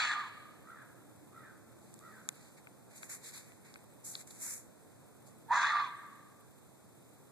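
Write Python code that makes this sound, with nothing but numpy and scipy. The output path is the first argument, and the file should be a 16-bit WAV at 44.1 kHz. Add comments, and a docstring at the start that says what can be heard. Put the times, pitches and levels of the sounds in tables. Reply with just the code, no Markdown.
"""Woods near a road: a fox screams twice from a thicket, the first scream already under way at the start.
Far off a crow caws three times, a small bird pips and an engine pulls up through two gears over the road's murmur.
Between the screams something brushes softly close to the microphones and a few dry snaps sound.
The calls are noise, slaps and harmonics shaped by throat resonances; the trees scatter and prolong them.
In the stereo picture the middle is hollow near 3 kHz, and the sides are hollow near 1.5 and 4.5 kHz."""
import sys
import numpy as np
from scipy import signal
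from scipy.fft import rfft, irfft, next_fast_len
from scipy.io import wavfile
from scipy.ndimage import uniform_filter1d

SR = 44100
rng = np.random.default_rng(int(sys.argv[2]) if len(sys.argv) > 2 else 0)


def transcribe(signal):
    """Save signal, clipped to [-1, 1], as a 16-bit WAV file at the path in sys.argv[1]."""
    frames = np.atleast_2d(signal).T
    limited = np.clip(frames, -1, 1)
    pcm = np.round(limited * 32767).astype(np.int16)
    wavfile.write(sys.argv[1], SR, pcm)


N = 322750
TIME = np.arange(N) / SR  # s


def from_db(db):
    """Decibels to gain."""
    return 10 ** (np.asarray(db) / 20)


def rms_one(x):
    """Scale to unit power."""
    return x / np.sqrt(np.mean(x ** 2) + 1e-20)


def in_time(rows):
    """Times of the span of a curve table, then each column joined by straight lines."""
    s, *columns = np.transpose(rows)
    t = np.arange(round(s[0] * SR), round(s[-1] * SR)) / SR
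    return [t] + [np.interp(t, s, c) for c in columns]


def add(track, start, sound):
    """Mix a sound into a track from its start time."""
    i = max(0, round(start * SR))
    track[..., i:i + sound.shape[-1]] += sound[..., :track.shape[-1] - i]


def colour(x, points):
    """Shape a sound by a smooth (frequency [Hz], gain [dB]) spectrum."""
    hz, db = np.transpose(points)
    size = next_fast_len(x.shape[-1])
    f = np.maximum(np.arange(size // 2 + 1) * SR / size, 1)
    gain = from_db(np.interp(np.log(f), np.log(hz), db))
    return irfft(rfft(x, size) * gain, size)[..., :x.shape[-1]]


def stereo_noise(spectrum, width):
    """Coloured noise in two channels, with unit power in the middle."""
    mid, side = colour(rng.standard_normal((2, N)), spectrum)
    return (mid + colour(side, width) * [[1], [-1]]) / np.std(mid)


def drift(rate, size):
    """Smooth chance of spread 1 that changes at about the given rate in Hz."""
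    r = np.exp(-2 * np.pi * rate / SR)
    wander = signal.lfilter([1], [1, -2 * r, r * r], rng.standard_normal(N))
    return rms_one(wander)[N - size:]


def resonance(x, hz, width_hz):
    """A steep-sided resonance whose centre may move; gain 1 on top."""
    turn = np.exp(2j * np.pi * np.cumsum(hz * np.ones(len(x))) / SR)
    lowpass = signal.butter(2, width_hz / 2, fs=SR, output="sos")
    return 2 * np.real(turn * signal.sosfilt(lowpass, x / turn))


def steady(x):
    """Even out the slow level of a sound to 1."""
    return x / np.sqrt(uniform_filter1d(x ** 2, size=900) + 1e-12)


def envelope_db(age, attack_s, hold_s, release_s):
    """Attack, hold and release as straight lines in dB, 0 on top."""
    depth_db = 34  # an attack climbs this far; a release falls this far in its stated time
    before = np.maximum(1 - age / attack_s, 0)
    after = np.maximum(age - attack_s - hold_s, 0) / release_s
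    return -depth_db * np.minimum(before + after, 6)


# spectrum of the road's murmur: (frequency [Hz], density [dB per Hz])
ROAD = [(15, -58), (25, -43), (70, -16), (83, -10.5), (123, 1.5), (158, -3.5), (204, -3), (345, -4.5),
        (380, -5.5), (707, -8), (826, -9.5), (1170, -12.5), (1420, -14), (2600, -26.5), (3380, -116),
        (5720, -120)]
# road balance: (frequency [Hz], left minus right [dB])
ROAD_PAN = [(100, -1.4), (600, -3.5), (2300, 1)]
# spectrum of the microphone hiss: (frequency [Hz], density [dB per Hz])
MIC_HISS = [(2000, -35), (2700, -10), (4000, -0.5), (5600, -5), (7200, 1.5), (8600, 1.5), (10000, -1),
            (11800, -8.5), (13800, -1)]
# width of road and hiss: (frequency [Hz], side minus mid [dB])
BACKGROUND_SIDE = [(30, 20), (65, 6), (130, 2.5), (300, 1), (600, -1.5), (1200, -9), (2300, 0),
                   (14000, 0.5)]


def background(road_db=-62.5, early_db=0.4, hiss_db=-69.5):
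    """A distant road as low noise that slowly ebbs, louder on the right, and the microphones' own hiss."""
    ebb_db = np.interp(TIME, [2, 3.5], [early_db, 0]) + .5 * drift(0.33, N)
    road = from_db(road_db + ebb_db) * stereo_noise(ROAD, BACKGROUND_SIDE)
    # half of the balance goes to each channel
    left = colour(road[0], [(hz, db / 2) for hz, db in ROAD_PAN])
    right = colour(road[1], [(hz, -db / 2) for hz, db in ROAD_PAN])
    return np.array([left, right]) + from_db(hiss_db) * stereo_noise(MIC_HISS, BACKGROUND_SIDE)


# a far engine in two gears:
# (start [s], attack [s], hold [s], release [s], first pitch [Hz], pitch it strives for [Hz], level [dB])
GEARS = [(0.397, 0.64, 0.97, .4, 218.4, 363.7, -65), (1.65, 0.17, 0.33, 0.94, 204.7, 228.6, -65)]


def far_engine(waver_db=3.5, unsteady=.017, rev_up_s=0.94):
    """Only the firing note carries this far; in each gear it climbs ever more slowly toward its goal."""
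    out = np.zeros((2, N))
    for start, attack, hold, release, first_hz, goal_hz, db in GEARS:
        age = TIME[TIME < attack + hold + release]
        hz = goal_hz + (first_hz - goal_hz) * np.exp(-age / rev_up_s)
        level_db = db + envelope_db(age, attack, hold, release)
        for channel in out:  # pitch and level waver separately in each channel
            phase = 2 * np.pi * np.cumsum(hz * (1 + unsteady * drift(19.4, len(age)))) / SR
            add(channel, start, from_db(level_db + waver_db * drift(24, len(age))) * np.sin(phase))
    return out


# width of the stirring and of the strokes: (frequency [Hz], side minus mid [dB])
FRONT_SIDE = [(300, 8), (700, -27), (1300, -47), (2300, 9.5), (4200, 5.5), (8000, -1), (14000, -0.5)]


def stirring(level_db=-74.5, grain_db=3):
    """A very faint rustle throughout: noise whose level flickers unevenly."""
    spectrum = [(1000, -3), (4000, 2.0), (5600, -38.0), (7500, 8.0), (14000, 7.0)]
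    return from_db(level_db + grain_db * drift(50, N)) * stereo_noise(spectrum, FRONT_SIDE)


# thin pips of a small bird far off: (time [s], first pitch [Hz], level [dB])
PIPS = [(3.9, 8150, -69), (4.81, 8200, -71), (4.96, 8100, -75), (5.345, 8100, -72), (5.96, 8600, -67)]


def small_bird(pip_s=.045, fall_hz_per_s=3300):
    """Very high, slightly falling whistled tones that swell and fade."""
    out, age = np.zeros(N), TIME[TIME < pip_s]
    for start, first_hz, db in PIPS:
        hz = first_hz - fall_hz_per_s * age + 80 * drift(150, len(age))
        swell = np.sin(np.pi * age / pip_s)
        add(out, start, from_db(db) * swell * np.sin(2 * np.pi * np.cumsum(hz) / SR))
    return out


# caws: (start [s], length [s], top pitch [Hz], level [dB])
CAWS = [(0.641, 0.22, 678, -54), (1.32, 0.2, 675, -55.5), (1.999, 0.225, 660, -56)]
# arch of one caw: (share of its length, share of top pitch, level [dB], throat resonance [Hz])
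CAW_SHAPE = [(0, .82, -13, 1330), (.13, .95, -6, 1350), (.29, 1, 0, 1370), (.47, .93, -5, 1400),
             (.62, .85, -8, 1640), (.8, .77, -6, 1580), (1, .69, -11, 1480)]


def crow(throat_width_hz=380, upper_db=-13, nasal_db=-27, third_db=-6,
         pitch_jitter=.045, breath_db=2.5, rattle_hz=70, rattle_depth=.7):
    """Hoarse, rattling arches; throat rises as pitch falls, so the third harmonic takes over from the second."""
    out = np.zeros(N)
    for start, length, top_hz, level_db in CAWS:
        t, arch, db, throat_hz = in_time([(start + share * length, *rest) for share, *rest in CAW_SHAPE])
        n = len(t)
        phase = 2 * np.pi * np.cumsum(top_hz * arch * (1 + pitch_jitter * drift(280, n))) / SR
        rattle_phase = 2 * np.pi * np.cumsum(rattle_hz * (1 + 0.12 * drift(41, n))) / SR
        rattle = 1 + rattle_depth * np.cos(rattle_phase)
        tone = np.cos(2 * phase) + from_db(third_db) * np.cos(3 * phase)
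        buzz = rattle * (tone + from_db(breath_db) * rng.standard_normal(n))
        call = resonance(buzz, throat_hz, throat_width_hz)
        call += from_db(upper_db) * resonance(buzz, 1814, 250)
        call += from_db(nasal_db) * resonance(buzz, 3000, 1200)
        add(out, start, from_db(level_db + db) * steady(call))
    return out


# snaps: (time [s], strength [dB], own resonance [Hz], its width [Hz],
#         shared modes relative to own [dB], shared modes dull above [Hz])
SNAPS = [ (1.941, -10, 8300, 3010, -43, 12000), (1.991, -13, 8250, 3500, -31, 8000),
         (2.2892, -10.5, 7160, 980, -4.5, 16000), (2.671, -27.5, 2330, 920, 1, 2560),
         (3.031, -18.5, 4180, 1800, 0.5, 2400), (3.52, -23, 1860, 1500, -44, 4000),
         (3.741, -14.5, 4950, 2500, -25, 8200), (3.758, -18.5, 1670, 1560, -9.5, 2960),
         (4.153, -9.5, 4270, 950, -15.5, 6530), (4.2753, -21, 7840, 1500, -22, 9000)]
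# modes that all snaps share: (frequency [Hz], width [Hz], level [dB])
SNAP_MODES = [(1580, 250, -4.5), (2150, 270, -8.5), (3890, 930, 2), (6460, 2900, 20), (9600, 680, 4.5),
              (13600, 2200, 8)]


def snaps(rise_s=0.0006, lag_s=0.000269, low_cut_hz=800):
    """A snap rings a damped resonance of its own and the shared modes, and reaches the left microphone first."""
    out = np.zeros((2, N))
    t = np.maximum(TIME[:SR // 40] - np.array([[0], [lag_s]]), 0)

    def ring(hz, width_hz):
        """A sine that dies away faster the wider its resonance."""
        return np.sin(2 * np.pi * hz * t) * np.exp(-np.pi * width_hz * t)

    for start, db, own_hz, own_width, shared_db, dull_hz in SNAPS:
        shared = 0
        for hz, width, mode_db in SNAP_MODES:
            shared = shared + from_db(mode_db) * ring(hz, width) / np.hypot(1, (hz / dull_hz) ** 4)
        snap = ring(own_hz, own_width) + from_db(shared_db) * shared
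        add(out, start, from_db(db) * (1 - np.exp(-t / rise_s)) * snap)
    return signal.sosfilt(signal.butter(2, low_cut_hz, "high", fs=SR, output="sos"), out)


# brushing strokes, from light drags to firm sweeps:
# (start [s], attack [s], hold [s], release [s], hiss level [dB], body level [dB], ring level [dB])
STROKES = [ (1.73, 0.093, 0.71, 0.34, -73.5, -81, -77), (2.292, 0.056, 0.14, 0.038, -70.5, -72.5, -71),
           (2.553, 0.023, 0.0078, 0.051, -67, -64.5, -67), (2.878, 0.031, 0.58, 0.31, -68, -70.5, -72.5),
           (2.932, 0.031, 0.016, 0.12, -56.5, -75, -66), (3.007, 0.021, 0.019, 0.09, -55, -66, -71),
           (3.077, 0.021, 0.045, 0.092, -48.5, -57.5, -61.5), (3.2, 0.044, 0.045, 0.1, -53.5, -63, -56),
           (3.305, 0.034, 0.042, 0.13, -54, -61, -56), (3.604, 0.052, 0.0076, 0.41, -68, -66, -69),
           (4.03, 0.018, 0.068, 0.095, -48.5, -70.5, -64.5),
           (4.104, 0.035, 0.047, 0.045, -56.5, -69, -60.5), (4.165, 0.029, 0.018, 0.058, -54.5, -64.5, -60),
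           (4.255, 0.018, 0.15, .12, -61, -72.5, -71.5), (4.295, 0.012, .003, 0.022, -57, -69, -58),
           (4.355, 0.07, 0.11, 0.16, -44.5, -59, -63), (5.231, 0.039, .005, 0.1, -63.5, -80, -70)]
# spectrum of a stroke's hiss: (frequency [Hz], density [dB per Hz])
STROKE_HISS = [(2000, -65), (5300, -14.5), (6300, -7.5), (7200, 0.5), (8000, -2), (8700, -7.5),
               (10400, -4.5), (11800, -12), (13000, -8.5), (14000, -21)]
# spectrum of a stroke's body: (frequency [Hz], density [dB per Hz])
STROKE_BODY = [(500, -31), (1000, -8), (1700, -1), (2250, -3.5), (2750, -21), (3600, -41), (5200, -21),
               (7000, -58)]


def brushing(grain_db=1.0, ring_hz=4300, ring_width_hz=1100):
    """Soft strokes of fine friction: a bright hiss over a duller body with one broad ring."""
    powers = np.zeros((3, N))  # strokes that overlap add in power
    for start, attack, hold, release, *levels_db in STROKES:
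        age = TIME[TIME < attack + hold + 2 * release]
        course_db = np.array(levels_db)[:, None] + envelope_db(age, attack, hold, release)
        add(powers, start, from_db(course_db) ** 2)
    hiss, body, ring = np.sqrt(powers)
    ringing = rms_one(np.array([resonance(x, ring_hz, ring_width_hz) for x in rng.standard_normal((2, N))]))
    stroke = hiss * stereo_noise(STROKE_HISS, FRONT_SIDE) + body * stereo_noise(STROKE_BODY, FRONT_SIDE)
    return (stroke + ring * ringing) * from_db(grain_db * drift(120, N))


# distinct echoes from stands of trees: (delay [s], level [dB])
TREE_ECHOES = [(.115, -5), (.305, -7)]


def tree_echoes(x, db):
    """Stands of trees send a call back, late and dull."""
    out = np.zeros(len(x))
    dull = colour(x, [(1400, -3.5), (2500, -3), (8000, -16)])
    for delay, echo_db in TREE_ECHOES:
        add(out, delay, from_db(db + echo_db) * dull)
    return out


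# flat spectrum: (frequency [Hz], density [dB per Hz])
WHITE = [(20, 0), (20000, 0)]
# width of the scattered calls: (frequency [Hz], side minus mid [dB])
CALL_SIDE = [(300, 12.5), (700, -3), (1150, -14), (1450, -13), (2250, 4), (3800, 0.5), (6000, 3.5),
             (14000, -12)]
# the lingering echo of the woods: (frequency [Hz], gain [dB])
WOODS_ECHO = [(500, -16), (960, 5), (1130, -3), (1230, 2.5), (1370, 1.5), (2000, 6.5), (4000, 11),
              (6000, 1), (8000, -5)]
# the direct call reaches the two microphones out of step: (frequency [Hz], side minus mid [dB])
DIRECT_SIDE = [(700, -23), (1200, -25), (1700, -54), (2250, -56), (2800, 0), (3600, -30), (6000, -1),
               (9000, -13)]


def woods(x, scatter_db, scatter_t60, echo_db, echo_t60, ring_db, trees_db,
          ring_hz=1185, ring_width_hz=200, ring_t60=1.35):
    """Direct call, quick scatter from nearby brush, distinct echoes, and a trunk tail thinning to a narrow ring."""
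    def fade(noise, t60):
        """Let noise die away by 60 dB in t60 seconds, at unit energy per channel on average."""
        tail = noise * from_db(-60 * TIME / t60)
        return tail / np.sqrt(np.sum(tail ** 2) / 2)

    scatter = fade(stereo_noise(WHITE, CALL_SIDE), scatter_t60)
    scatter = colour(scatter, [(1500, 1), (2400, 15.5), (8000, 19.5)])
    trunks = stereo_noise(WHITE, CALL_SIDE) * (1 - np.exp(-TIME / 0.024))  # builds up over tens of ms
    echo = colour(fade(trunks, echo_t60), WOODS_ECHO)
    ring = np.array([resonance(channel, ring_hz, ring_width_hz) for channel in fade(trunks, ring_t60)])
    response = from_db(scatter_db) * scatter + from_db(echo_db) * echo + from_db(ring_db) * ring
    lingering = signal.fftconvolve(x[None], response[:, :2 * SR], axes=1)[:, :len(x)]
    direct = colour(x, [(1600, -1.0), (2350, 2.5), (4000, 9.5), (8000, -3.5)])
    # a quarter-cycle shift puts the side out of step with the middle
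    shifted = signal.hilbert(direct, next_fast_len(len(x)))[:len(x)].imag
    side = colour(shifted, DIRECT_SIDE)
    # any lead before time zero is dropped
    return (direct + tree_echoes(x, trees_db) + side * [[1], [-1]] + lingering)[:, -N:]


# upper throat resonances of each scream: (frequency [Hz], width [Hz], level [dB])
EDGE_A = [(2074, 450, 2), (2820, 860, -2.5), (4100, 650, -7.5), (6030, 2400, -19), (7520, 580, -13)]
EDGE_B = [(2020, 1040, 5.5), (3380, 630, -0.5), (3830, 1170, 0.5), (5200, 1100, -22), (6200, 1400, -9),
          (7230, 1300, -15)]
# course of each scream: (time [s], pitch [Hz], second resonance [Hz], first resonance level [dB],
#   shrill fifth harmonic level [dB], second resonance level [dB], seventh harmonic level [dB],
#   ninth harmonic level [dB], edge level [dB])
SCREAM_A = [ (-.2, 243, 1600, -58, -32, -44, -54, -68, -51),
            (0, 251.1, 1570, -37, -36.5, -34, -52, -58, -43.5),
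            (0.024, 251.9, 1470, -46, -41, -39, -53, -43, -43),
            (0.045, 246.8, 1490, -43, -38, -38.5, -47, -54, -45),
            (.075, 241.8, 1650, -53, -45, -43.5, -53, -63, -47.5),
            (.103, 238.2, 1730, -45, -46, -40, -34.5, -66, -53),
            (.13, 240.5, 1600, -47, -44, -38.5, -54, -65, -51),
            (.165, 242, 1560, -44, -42, -51, -67, -70, -58.5),
            (0.206, 237, 1680, -52, -40.5, -46, -59, -68, -60.5),
            (.245, 213.5, 1730, -51, -51, -61, -61, -80, -63.5),
            (.32, 181, 1600, -67, -68, -64, -69, -78, -70)]
SCREAM_B = [ (5.48, 175.7, 1650, -69, -70, -82, -81, -91, -94),
            (5.503, 182.2, 1680, -41, -38, -47.5, -68, -62, -76),
            (5.515, 188.4, 1680, -36, -29.5, -40, -66, -57, -65),
            (5.533, 212.4, 1720, -35, -33.5, -38, -53, -53, -58),
            (5.555, 230, 1670, -33, -43, -36, -44, -54, -53),
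            (5.598, 228.1, 1620, -34, -42, -36, -29, -50, -51),
            (5.619, 228.3, 1640, -36.5, -41, -38, -37, -47, -50.5),
            (5.643, 234.9, 1580, -34.5, -41, -33.5, -34.5, -62, -51.5),
            (5.668, 227.3, 1810, -36, -49, -41, -34, -49, -50.5),
            (5.707, 233.1, 1740, -38, -43, -36.5, -42, -52, -53.5),
            (5.733, 239, 1660, -38, -34.5, -43, -49, -61, -55),
            (5.795, 235.5, 1700, -37.5, -34.5, -40, -48, -56, -58),
            (5.845, 224.3, 1623, -50, -33.5, -57, -56, -62, -58.5),
            (5.88, 195.8, 1632, -52.5, -50, -65, -62, -70, -64.5),
            (5.92, 178, 1600, -74, -64, -68, -66, -74, -61)]


def scream(course, edge_modes, first_width_hz, second_width_hz, octave_db, voiced_db, chest_db,
           chop_depth, dull_db_per_octave_s, jitter=.026, slap_spread_db=3.8):
    """Folds slap unevenly and chop the air to a rasp for the throat; single harmonics ring out of it by turns."""
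    t, pitch, second_hz, first_db, shrill_db, second_db, seventh_db, ninth_db, edge_db = in_time(course)
    n = len(t)
    cycles = np.cumsum(pitch * (1 + jitter * drift(164.5, n))) / SR

    # one slap per cycle of the folds, over air noise that swells with each cycle
    slaps = np.diff(np.floor(cycles), prepend=0) * from_db(slap_spread_db * drift(230, n))
    chop = np.exp(chop_depth * np.cos(2 * np.pi * cycles))
    air = rms_one(rng.standard_normal((3, N))[:, :n] * chop)
    jet = air + from_db(voiced_db) * rms_one(slaps)

    # the first resonance follows the fifth harmonic
    first = steady(resonance(jet[0], 5 * pitch, first_width_hz))
    first += from_db(chest_db) * steady(resonance(jet[2], 830, 186))
    second = steady(resonance(jet[1], second_hz, second_width_hz))

    # the edge above 3800 Hz fades, against the rest of the edge, as a scream goes on
    edge = np.zeros(n)
    for k, (hz, width, db) in enumerate(edge_modes):
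        dulling_db = dull_db_per_octave_s * max(np.log2(hz / 3800), 0) * (t - t.mean())
        edge += from_db(db - dulling_db) * resonance(jet[k % 3], hz, width)
    rasp = from_db(first_db) * first + from_db(second_db) * second + from_db(edge_db) * steady(edge)
    rasp *= rms_one(from_db(1.5 * drift(90, n)))  # uneven spurts

    def harmonic(order):
        """One harmonic of the folds, flickering on its own."""
        return np.sin(2 * np.pi * order * cycles) * np.sqrt(2) * from_db(2 * drift(70, n))

    ringing = from_db(shrill_db) * harmonic(5) + from_db(seventh_db) * harmonic(7)
    ringing += from_db(ninth_db) * (harmonic(9) + from_db(octave_db) * harmonic(18))
    small_mouth = signal.butter(8, 660, "high", fs=SR, output="sos")
    dying_away = np.minimum((t[-1] - t) / 0.048, 1)  # over the last 48 ms
    return signal.sosfilt(small_mouth, rasp + ringing) * dying_away


def scene():
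    """The fox near, the birds far, small sounds at the microphones."""
    lead_s = .25  # the woods start ringing before time zero, as the first scream is already under way
    fox = np.zeros(N + round(lead_s * SR))
    first = scream(SCREAM_A, EDGE_A, first_width_hz=250, second_width_hz=350, octave_db=-5.5,
                   voiced_db=-8.0, chest_db=-8.5, chop_depth=.67, dull_db_per_octave_s=5)
    second = scream(SCREAM_B, EDGE_B, first_width_hz=330, second_width_hz=260, octave_db=-29,
                    voiced_db=-5.5, chest_db=-22.0, chop_depth=.45, dull_db_per_octave_s=61)
    add(fox, lead_s + SCREAM_A[0][0], first)
    add(fox, lead_s + SCREAM_B[0][0], second)
    calls = woods(fox, scatter_db=-8.5, scatter_t60=0.066, echo_db=-13, echo_t60=1.224,
                  ring_db=-13.5, trees_db=-20.5)
    calls += woods(crow(), scatter_db=-3, scatter_t60=0.15, echo_db=-4, echo_t60=.9,
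                   ring_db=-20, trees_db=-7)
    return background() + far_engine() + stirring() + small_bird() + snaps() + brushing() + calls


# hollow band of the middle: from, to [Hz]
MID_HOLLOW = [2608, 3316]
# hollow bands of the sides: (from [Hz], to [Hz])
SIDE_HOLLOWS = [(1330, 1740), (4150, 4900)]


def record(dry):
    """Hollow out the middle near 3 kHz and the sides near 1.5 and 4.5 kHz; nothing sounds above 14 kHz."""
    def hollow(x, edges, order):
        """Cut out one band."""
        return signal.sosfilt(signal.butter(order, edges, "bandstop", fs=SR, output="sos"), x)

    mid = hollow((dry[0] + dry[1]) / 2, MID_HOLLOW, order=3)
    side = (dry[0] - dry[1]) / 2
    for edges in SIDE_HOLLOWS:
        side = hollow(side, edges, order=2)
    top = signal.ellip(12, .1, 70, 14000, fs=SR, output="sos")
    return signal.sosfilt(top, np.array([mid + side, mid - side]))


dry = scene()
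out = record(dry)
transcribe(out)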